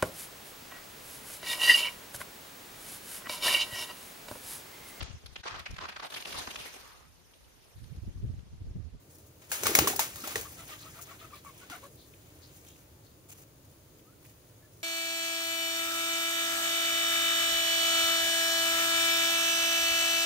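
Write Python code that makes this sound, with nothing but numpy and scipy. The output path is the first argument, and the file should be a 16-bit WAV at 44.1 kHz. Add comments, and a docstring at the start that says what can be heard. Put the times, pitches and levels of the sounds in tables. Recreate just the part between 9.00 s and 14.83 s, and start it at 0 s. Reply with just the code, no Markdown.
"""First a soft rustle of feathers over a far traffic hum; then pigeons burst up from a walled lawn with sharp
wing claps. One flies round with whistling beats and lands; later feathers only rustle now and then, beaks tap
and sparrows chirp faintly. Claps are cracks of noise with a ringing air pocket, whistles are blurred partials
on each downstroke, feathers are flickering noise in many bands, and the yard is coloured noise."""
import sys
import numpy as np
from scipy import signal
from scipy.fft import rfft, irfft, next_fast_len
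from scipy.io import wavfile

SR = 44100
rng = np.random.default_rng(int(sys.argv[2]) if len(sys.argv) > 2 else 0)


def generate_wav(sig):
    """Save sig (samples, or channels by samples) to the path in sys.argv[1] as 16-bit PCM at SR."""
    pcm = np.round(np.clip(np.atleast_2d(sig).T, -1, 1) * 32767).astype(np.int16)
    wavfile.write(sys.argv[1], SR, pcm)


def attenuation_scalar(level_db):
    """Turn a level in dB into a linear amplitude multiplier (20 dB per decade)."""
    decades = np.asarray(level_db, float) / 20
    return 10 ** decades


N = 257103   # samples
SIZE = next_fast_len(N + 8192)   # transform length, samples
HZ = np.maximum(np.arange(SIZE // 2 + 1) * SR / SIZE, 1)   # frequency of every bin

# Levels and pitches below are nominal: flicker, waver, panning and the microphone come on top.

# colour of the yard: (frequency [Hz], density [dB])
YARD_COLOUR = [(12, -68), (20, -23), (57, -9), (92, -2), (135, -4.5), (190, -13), (240, -15.5), (289, -8.5),
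               (420, -14), (620, -16), (760, -24.5), (950, -24), (1840, -29.5), (3200, -30), (6000, -32),
               (9000, -31.5), (13200, -31.5), (15000, -33)]
TRAFFIC_DB, AIR_DB = -58, -62.5
# likeness of left and right for far sounds: (frequency [Hz], correlation [-1 to 1])
FAR_ALIKE = [(60, 1), (150, 0.9), (380, 0.72), (950, 0.17), (2380, 0.0195), (5980, 0.0093), (15000, 0.02)]
# likeness of left and right for near sounds: (frequency [Hz], correlation [-1 to 1])
NEAR_ALIKE = [(60, 0.98), (150, 0.97), (380, 0.86), (950, 0.77), (2380, 0.21), (5980, 0.65), (15000, -0.98)]

# sparrow chirps: (time [s], length [s], pitch [Hz], level [dB])
CHIRPS = [(1.79, 0.071, 4150, -51.5), (2.187, 0.047, 3510, -57), (2.352, 0.055, 3940, -57.5),
          (2.966, 0.11, 4000, -59.5), (3.417, 0.071, 4460, -56.5), (3.658, 0.084, 3190, -59.5),
          (4.03, 0.12, 4270, -67)]
WARBLE_HZ, WARBLE_SWING_HZ, CHIRP_BLUR_DB = 430, 520, -2   # the blur is set against the note
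# thin whistles: (time [s], length [s], from pitch [Hz], to pitch [Hz], level [dB])
FAINT_TONES = [(5.035, .11, 1120, 1480, -67), (3.94, .13, 850, 850, -71), (5.62, .05, 1720, 1720, -70)]
# beaks tapping the ground: (time [s], level [dB], middle frequency [Hz])
PECKS = [(2.955, -56, 12000), (3.137, -54.5, 2400), (3.759, -62, 2300), (4.992, -64, 3000),
         (5.248, -59, 2350), (5.258, -59, 2300)]

# downstrokes of the circling bird: (start [s], length [s], whistle level [dB], strongest partial [Hz],
# swish level [dB], peak position [share of stroke], lowest partial against whistle [dB])
STROKES = [(1.446, 0.026, -49.5, 1186, -70, 0.37, -18), (1.578, 0.053, -52.5, 1325, -52.5, 0.39, -4.5),
           (1.691, 0.064, -51, 1214, -49.5, 0.52, -12), (1.821, 0.08, -54, 1244, -55.5, 0.48, -8),
           (1.947, 0.083, -56, 1373, -55.5, 0.41, 1), (2.07, 0.081, -53.5, 1304, -54.5, 0.41, -5),
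           (2.204, 0.072, -57.5, 1287, -57, 0.44, -1.5), (2.325, 0.058, -51, 1166, -58.5, 0.23, -10.5),
           (2.456, 0.046, -55, 1134, -61, 0.52, -10), (2.607, 0.047, -54.5, 1457, -66, 0.3, -15),
           (2.723, 0.063, -46, 1453, -53.5, 0.19, -3), (2.828, 0.044, -52.5, 1114, -58, 0.28, 1.5)]
# partials of the whistle: (multiple of the lowest partial, level [dB])
WHISTLE_PARTIALS = [(2, 1), (3, -8.5), (4, -13), (5, -27), (6, -28)]
WHISTLE_LEAD_S, STROKE_EDGE_S = 0.00404, 0.022   # whistle starts early; strokes spill past their ends
WHISTLE_SHARPNESS, SWISH_SHARPNESS = 1.8, 0.71   # exponents of the humps
STROKE_HISS_DB, STROKE_PUMP_DB, STROKE_WHOOSH_DB = -3.5, -18, -7.5   # against the swish
WHOOSH_LOW_HZ, WHOOSH_HIGH_HZ = 900, 4000
STROKE_PAN_DB, FLOCK_PAN_DB = 4.5, 0.5   # left against right
# short feather whistle notes, within a stroke or alone: (middle [s], length [s], pitch [Hz], level [dB])
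FEATHER_NOTES = [(1.195, 0.039, 1220, -55), (1.322, .02, 1215, -45), (1.868, .03, 1106, -55),
                 (1.962, 0.021, 1226, -58), (1.995, 0.011, 1190, -44.5), (2.124, 0.032, 1117, -49),
                 (2.22, 0.016, 1230, -49.5), (2.251, .018, 1283, -43.5), (2.312, 0.013, 1280, -55),
                 (2.343, 0.022, 1165, -44.5), (2.473, .03, 1129, -44.5), (2.504, 0.023, 1078, -51.5),
                 (2.638, .02, 1120, -55), (2.727, 0.022, 1404, -42.5), (2.755, 0.037, 1185, -51)]
FEATHER_SAG = 0.046   # share of pitch lost over the note

# single wings shove a lump of air: (middle [s], length [s], pitch [Hz], level [dB])
WHUMPS = [(.636, .025, 397, -38), (.701, .022, 392, -27), (.72, .018, 367, -29), (.752, 0.015, 388, -32.5),
          (.79, 0.017, 295, -29), (.826, 0.022, 318, -30), (.848, .025, 335, -34), (.868, 0.017, 325, -34),
          (.89, .025, 411, -34.5), (.937, 0.011, 760, -34.5), (.955, 0.022, 412, -44),
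          (1.241, 0.016, 288, -43.5), (1.363, 0.016, 444, -34), (1.397, 0.026, 460, -41),
          (2.711, .022, 303, -48)]
# the flock takes off and settles: (time [s], feather hiss [dB], wing rush [dB])
FLURRY = [(0.38, -71, -80), (0.488, -63, -66), (0.564, -48, -44), (0.688, -35.5, -46), (0.74, -40.5, -40.5),
          (0.84, -42, -35.5), (0.888, -45, -38.5), (1.006, -57, -51.5), (1.056, -52.5, -59),
          (1.244, -47, -49), (1.5, -52.5, -56), (1.95, -57, -61), (2.4, -64.5, -65.5), (2.66, -64, -59.5),
          (2.92, -65, -74), (3.3, -66, -65.5), (3.8, -65, -69.5), (4.0, -101, -88)]
# air pushed by the take-off: (time [s], pumped air [dB], gust [dB])
DRAUGHT = [(0.48, -62, -70), (0.62, -56, -67), (0.66, -39, -44), (0.72, -44, -60), (0.8, -39.5, -37.5),
           (0.86, -36, -46), (0.94, -48, -54.5), (1.16, -62.5, -58), (1.25, -48, -64), (1.31, -58.5, -62),
           (1.37, -50, -49), (1.46, -61.5, -57), (2.3, -66.5, -65), (3.0, -61.5, -66.5)]
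# shaken plumage: (middle [s], length [s], hiss [dB], rush [dB])
RUSTLES = [(0.141, 0.1, -58, -70), (0.273, 0.044, -63.5, -85), (0.512, 0.036, -49, -55),
           (2.029, 0.047, -46, -69), (2.582, 0.016, -51.5, -72), (2.624, 0.17, -63, -70),
           (3.077, .04, -68, -84), (3.568, 0.13, -60, -70), (3.695, 0.087, -57.5, -65),
           (4.056, 0.041, -67, -72), (4.317, 0.074, -54, -60), (4.356, 0.044, -62, -67),
           (4.404, 0.092, -56.5, -63), (4.435, .014, -62, -67), (4.656, 0.027, -68, -79),
           (4.722, 0.046, -69, -74), (4.996, .03, -60.5, -70), (5.223, 0.05, -68, -72),
           (5.282, 0.14, -62.5, -67.5), (5.49, .05, -71, -87), (5.782, 0.16, -65.5, -79)]
RAGGED_DB = 2.2   # spread of the fast unevenness in rustles and strokes
GRAINS_PER_S, GRAIN_DB, GRAIN_S = 400, -8, 0.0012   # barbs slipping over each other
# colour of wing noise: (frequency [Hz], density [dB])
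WING_COLOUR = [(290, -30), (500, -3.5), (966, -6.5), (1330, -5), (2190, -5), (3300, -7), (4700, -10.5),
               (5700, -7.5), (6600, -8), (7600, -6.5), (10500, -8), (13200, -10), (15000, -10)]

# wing claps and snaps: (time [s], level [dB], air pocket [Hz], pocket against clap [dB],
# tail against clap [dB], treble against clap [dB], build-up [ms])
CLAPS = [(0.184, -54.5, 790, -25, -12.5, 9.5, 1.04), (0.416, -44, 2510, -28, -8, -9, 4),
         (0.516, -20.5, 1640, -9.5, -9.5, 1, 1.86), (0.634, -18.5, 1000, -15.5, -16, 0, 1.2),
         (0.655, -18, 1470, -11, -10, -16, 3.4), (0.667, -11.5, 1160, -10, -25, -1, 1.5),
         (0.7508, -5, 2160, -8, -20, 0.5, 1.54), (0.7875, -4, 1100, -18.5, -25.5, -5, 1.55),
         (0.872, -16.5, 1095, -5.5, -17.5, 1, 2.13), (0.878, -18, 1100, -11, -20.5, 1.5, 1.5),
         (0.961, -29.5, 740, -20, -23, 9.5, 1.5), (0.9924, -12.5, 920, -8, -12.5, -2.5, 2.03),
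         (1.157, -31.5, 1290, -13, -15.5, -1.5, 1.8), (1.238, -30, 1330, -8, -9, -11, 3.4),
         (1.273, -26, 775, -13, -13, -3, 2.4), (1.307, -33.5, 1280, -15, -10, -2.5, 2.5),
         (1.356, -19, 1883, -5.5, -14, -4, 1.96), (1.412, -42, 2280, -3, -26, 17, 0.46),
         (2.448, -49.5, 1110, 2, -11, 4, 1.2), (2.699, -29, 1220, -15, -11.5, -8.5, 1.2),
         (3.649, -45.5, 950, -11, -24, 4, 0.55)]
# echoes from ground and walls: (delay [s], level [dB])
WALLS = [(.003, -5), (.0065, -9), (0.018, -14), (0.036, -15)]

# treble balance of the two microphone ports: (frequency [Hz], left against right [dB])
PORTS = [(60, 0.5), (260, -1), (1100, 0), (2400, -1), (5000, 5.5), (7200, 1), (10400, -8.5), (13000, 4.5),
         (15000, 17)]
# peaks and dips of the left port alone: (frequency [Hz], width [Hz], level [dB])
LEFT_PORT = [(6620, 450, 9), (8300, 800, -8), (13500, 400, -6), (14000, 300, 4), (15450, 450, 2.5)]


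def rms_one(x):
    """Scale to rms 1."""
    return x / np.sqrt(np.mean(x ** 2) + 1e-20)


def in_time(rows, outside):
    """Columns of a table at every sample."""
    s, *columns = np.transpose(rows)
    return [np.interp(np.arange(N) / SR, s, c, left=outside, right=outside) for c in columns]


def at_hz(points):
    """A table over log frequency, at every bin."""
    hz, value = np.transpose(points)
    return np.interp(np.log(HZ), np.log(hz), value)


def band(low_hz, high_hz):
    """Gain of a soft-edged band, at every bin."""
    return 1 / np.sqrt((1 + (low_hz / HZ) ** 6) * (1 + (HZ / high_hz) ** 6))


def pan(left_over_right_db):
    """Gains of the left and right side."""
    return attenuation_scalar(left_over_right_db / 2 * np.array([[1], [-1]]))


def drift(rate_hz):
    """Smoothed random wander, rms 1; a higher rate wanders faster."""
    r = np.exp(-2 * np.pi * rate_hz / SR)
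    wander = signal.lfilter([1], [1, -2 * r, r * r], rng.standard_normal(N + SR))
    return rms_one(wander[SR:])   # the first second only warms up the filter


def noise(gain, alike, lag_s):
    """Coloured stereo noise, rms 1; the left side hears it later."""
    mid, side = rfft(rng.standard_normal((2, SIZE)))
    alike = np.clip(at_hz(alike), -1, 1)
    pair = gain * (np.sqrt(1 + alike) * mid + np.sqrt(1 - alike) * side * [[1], [-1]])
    pair[0] *= np.exp(-2j * np.pi * HZ * lag_s)
    return rms_one(irfft(pair, SIZE)[:, :N])


def swell(start, length, peak_share, sharpness):
    """A hump from silence to 1 and back, its top at the given share of its length."""
    out, first = np.zeros(N), round(start * SR)
    u = np.arange(min(round(length * SR), N - first)) / (length * SR)
    bent = u ** (np.log(0.5) / np.log(np.clip(peak_share, 0.15, 0.85)))
    out[first:first + len(u)] = np.sin(np.pi * bent) ** sharpness
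    return out


def bursts(rows, sag, rough, octave_db, peak_share):
    """Short humps of a tone that sags, with its octave, widened into a band by turbulence."""
    out = np.zeros(N)
    air = 1 + rough * (drift(110) + 1j * drift(110))
    for s, length, hz, db in rows:
        start = s - length / 2
        i = slice(round(start * SR), round((s + length / 2) * SR))
        pitch = hz * (1 + sag * np.linspace(0.5, -0.5, i.stop - i.start))
        phase = rng.uniform(0, 2 * np.pi) + 2 * np.pi * np.cumsum(pitch) / SR
        turn = np.exp(1j * phase)
        tone = np.real((turn + attenuation_scalar(octave_db) * turn ** 2) * air[i])
        out[i] += attenuation_scalar(db) * swell(start, length, peak_share, 1.3)[i] * tone
    return out


def yard():
    """Distant traffic and air: coloured noise split at 700 Hz, each part wavering in level."""
    colour = attenuation_scalar(at_hz(YARD_COLOUR))
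    low = band(1, 700)
    hum = attenuation_scalar(TRAFFIC_DB + 0.5 * drift(6)) * noise(colour * low, FAR_ALIKE, 0.00004)
    air = attenuation_scalar(AIR_DB + 0.44 * drift(2.0)) * noise(colour * np.sqrt(1 - low ** 2), FAR_ALIKE, 0)
    return hum + air


def faint_tones():
    """Thin notes, level or sliding upward, with an unsteady loudness."""
    out, waver = 0, attenuation_scalar(4 * drift(45))
    for s, length, from_hz, to_hz, db in FAINT_TONES:
        pitch = np.interp(np.arange(N) / SR, [s, s + length], [from_hz, to_hz])
        tone = np.sin(2 * np.pi * np.cumsum(pitch) / SR)
        out = out + attenuation_scalar(db) * waver * swell(s, length, 0.56, 0.8) * tone
    return out


def sparrows():
    """Far chirps: a fast warble splits the note into a comb of lines; distance blurs part of it into a band."""
    out, t = np.zeros((2, N)), np.arange(N) / SR
    warble_rate = WARBLE_HZ * (1 + 0.09 * drift(40))
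    warble = WARBLE_SWING_HZ * np.sin(2 * np.pi * np.cumsum(warble_rate) / SR)
    for s, length, hz, db in CHIRPS:
        u = np.clip((t - s) / length, 0, 9)
        shape = 8 * u / (1 + 8 * u) * np.exp(-1.5 * u ** 2)   # quick rise, rounded fall
        pitch = hz * (1 + 0.022 * drift(40)) + warble
        note = np.sin(2 * np.pi * np.cumsum(pitch) / SR)
        blur = attenuation_scalar(CHIRP_BLUR_DB) * noise(band(0.85 * hz, 1.2 * hz) ** 3, FAR_ALIKE, 0)
        out += attenuation_scalar(db + 2.5 * drift(60)) * shape * (note + blur)
    return out


def pecks():
    """Beaks on the ground: dry knocks of a few ms, noise an octave wide."""
    out = np.zeros((2, N))
    for s, db, hz in PECKS:
        u = np.maximum(np.arange(N) / SR - s, 0) / 0.0023   # the knock peaks after 2.3 ms
        knock = noise(band(hz / np.sqrt(2), hz * np.sqrt(2)) ** 4, NEAR_ALIKE, 0)
        out += attenuation_scalar(db) * u * np.exp(1 - u) * knock
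    return out


def whistles():
    """A flight feather flutters on each downstroke; its pitch arches with wing speed and wavers."""
    out = bursts(FEATHER_NOTES, FEATHER_SAG, rough=0.18, octave_db=-11, peak_share=0.3)
    waver = 0.035 * drift(45)
    # turbulence spreads each upper partial into a narrow band of its own
    spread = [0.7 + 0.45 * (drift(100) + 1j * drift(100)) for _ in WHISTLE_PARTIALS]
    lowest = 1 + 0.3 * drift(50)
    for s, length, db, hz, _, share, low_db in STROKES:
        start, length = s - WHISTLE_LEAD_S, length + WHISTLE_LEAD_S + STROKE_EDGE_S
        i = slice(round(start * SR), round((start + length) * SR))
        arch = 0.086 * (swell(start, length, 0.435, 0.99)[i] - 0.8)
        pitch = hz / 2 * (1 + arch + waver[i])   # the strongest partial is the second
        phase = 2 * np.pi * np.cumsum(pitch) / SR
        tone = attenuation_scalar(low_db) * np.exp(1j * phase) * lowest[i]
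        for (k, level_db), air in zip(WHISTLE_PARTIALS, spread):
            tone += attenuation_scalar(level_db) * np.exp(1j * k * phase) * air[i]
        out[i] += np.real(tone) * attenuation_scalar(db) * swell(start, length, share, WHISTLE_SHARPNESS)[i]
    return out * pan(STROKE_PAN_DB)


def whumps():
    """Low lumps of air shoved by single wings, reaching the left side later."""
    low = bursts(WHUMPS, sag=0.05, rough=0.3, octave_db=-18, peak_share=0.45)
    return np.array([np.roll(low, 8), low])


def grains():
    """Gain that jumps briefly whenever barbs slip; rms 1."""
    slips = (rng.random(N) < GRAINS_PER_S / SR) * rng.exponential(1, N)
    r = np.exp(-1 / (GRAIN_S * SR))
    jumps = signal.lfilter([1 - r], [1, -r], signal.lfilter([1], [1, -r], slips))
    return rms_one(1 + attenuation_scalar(GRAIN_DB) * jumps)


def patchy(low_hz, high_hz, depth_db, count):
    """Wing noise in neighbouring bands that each swell and fade on their own."""
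    edges, wing = np.geomspace(low_hz, high_hz, count + 1), attenuation_scalar(at_hz(WING_COLOUR))
    out = np.zeros((2, N))
    for low, high in zip(edges, edges[1:]):
        part = wing * band(low, high) ** 4
        level = np.sqrt(np.mean(part ** 2)) * attenuation_scalar(depth_db * drift(18.5))
        out += level * noise(part, NEAR_ALIKE, 0.000204)
    return rms_one(out)


def feathers():
    """Air tearing through vanes: hiss and rush flicker together, the beat pumps low air."""
    # layers add up as powers
    hiss, rush = attenuation_scalar(np.array(in_time(FLURRY, -120))) ** 2
    pump, gust = attenuation_scalar(np.array(in_time(DRAUGHT, -120))) ** 2
    whoosh = np.zeros(N)
    for s, length, _, _, db, _, _ in STROKES:
        hump = swell(s - STROKE_EDGE_S, length + 2 * STROKE_EDGE_S, 0.44, SWISH_SHARPNESS)
        power = (attenuation_scalar(db) * hump) ** 2
        whoosh = whoosh + power
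        hiss = hiss + power * attenuation_scalar(STROKE_HISS_DB) ** 2
        rush = rush + power
        pump = pump + power * attenuation_scalar(STROKE_PUMP_DB) ** 2
    ragged = attenuation_scalar(RAGGED_DB * drift(61))
    for s, length, hiss_db, rush_db in RUSTLES:
        power = (ragged * swell(s - length / 2, length, 0.46, 1.1)) ** 2
        hiss = hiss + power * attenuation_scalar(hiss_db) ** 2
        rush = rush + power * attenuation_scalar(rush_db) ** 2
    flicker = attenuation_scalar(0.49 * drift(27))
    out = np.sqrt(hiss) * flicker * grains() * patchy(4800, 17000, 3, count=16)
    out += np.sqrt(rush) * flicker * np.sqrt(grains()) * patchy(600, 4800, 3.5, count=18)
    # air roaring round the whistling feather
    roar = noise(band(WHOOSH_LOW_HZ, WHOOSH_HIGH_HZ) ** 2, NEAR_ALIKE, 0.00023)
    out += np.sqrt(whoosh) * ragged * attenuation_scalar(STROKE_WHOOSH_DB) * roar
    out += np.sqrt(pump) * attenuation_scalar(drift(24)) * noise(band(211, 504) ** 2, NEAR_ALIKE, 0.00019)
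    return out + np.sqrt(gust) * noise(band(50.0, 171.0) ** 2, NEAR_ALIKE, 0)


def walls(x):
    """A few smeared echoes from ground and walls, later ones more drawn out; the sides share part of the smear."""
    shared = rng.standard_normal((len(WALLS), 900))
    own = np.diff(rng.standard_normal((2, len(WALLS), 901)))
    out = np.zeros((2, N))
    for side in range(2):
        for (s, db), grain in zip(WALLS, (shared + own[side]) / 2):
            lag = round(s * SR)
            fade = np.exp(-np.arange(900) / (60 + 0.25 * lag))
            smear = grain * fade / np.sqrt(np.sum(fade ** 2))
            out[side, lag:] += attenuation_scalar(db) * signal.fftconvolve(x[side], smear)[:N - lag]
    return out


def claps():
    """A crack of a few ms, the trapped air pocket rings briefly, the feathers swish on after."""
    # crack and tail hold a body row and a treble row
    crack, tail, pocket = np.zeros((2, N)), np.zeros((2, N)), np.zeros(N)
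    t = np.arange(SR // 2) / SR
    for s, db, hz, pocket_db, tail_db, treble_db, build_ms in CLAPS:
        i = round(s * SR)
        u = t[:N - i]
        here = slice(i, i + len(u))
        rise = build_ms / 1000
        split = attenuation_scalar(np.array([[-3], [treble_db]]))
        snap = attenuation_scalar(-12.0 + 0.18 * treble_db) * np.exp(-((u - rise) / 0.0001) ** 2)   # the tips meet
        burst = attenuation_scalar(-9.5) * u / rise * np.exp(1 - u / rise)
        crack[:, here] += split * attenuation_scalar(db) * (snap + burst)
        fall_db = 60 * u / 0.27   # 60 dB in 0.27 s
        tail[:, here] += split * attenuation_scalar(db + tail_db - fall_db) * (1 - np.exp(-u / (0.0051 + rise)))
        v = u / (rise + 0.23 / hz)
        pocket[here] += attenuation_scalar(db + pocket_db) * (v * np.exp(1 - v)) ** 2 * np.sin(2 * np.pi * hz * u)
    wing = attenuation_scalar(at_hz(WING_COLOUR))
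    body, treble = wing * band(540, 5350), wing * band(4740, 19000)
    direct = crack[0] * noise(body, NEAR_ALIKE, 0.00019) + crack[1] * noise(treble, NEAR_ALIKE, 0.000195)
    swish = tail[0] * noise(body, NEAR_ALIKE, 0.0002) + tail[1] * noise(treble, NEAR_ALIKE, 0.000206)
    puff = np.array([np.roll(pocket, 6), pocket])   # left side later
    return direct + attenuation_scalar(-12) * puff, puff + swish


def scene():
    """Everything in the yard; only the first part of the claps sends echoes off the walls."""
    direct, tail = claps()
    flock = direct + walls(direct) + tail + feathers() + whumps()
    background = yard() + faint_tones() + sparrows() + pecks()
    return flock * pan(FLOCK_PAN_DB) + whistles() + background


def top_cut(x):
    """Nothing passes above the cut-off."""
    return signal.sosfilt(signal.butter(12, 17150, fs=SR, output="sos"), x)


def record(dry):
    """Two microphone ports in one shell, each with its own treble colour; peaks are rounded."""
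    tilt_db = at_hz(PORTS) / 2
    left_db = tilt_db + sum(db / (1 + (2 * (HZ - hz) / width) ** 2) for hz, width, db in LEFT_PORT)
    top = 1 / (1 + (HZ / 15740) ** 400)   # steep upper limit
    ports = attenuation_scalar(np.array([left_db, -tilt_db])) * top
    x = irfft(rfft(dry, SIZE) * ports, SIZE)[:, :N]
    mix = 0.85 * np.tanh(x / 0.85)
    return top_cut(mix)


dry = scene()
out = record(dry)
generate_wav(out)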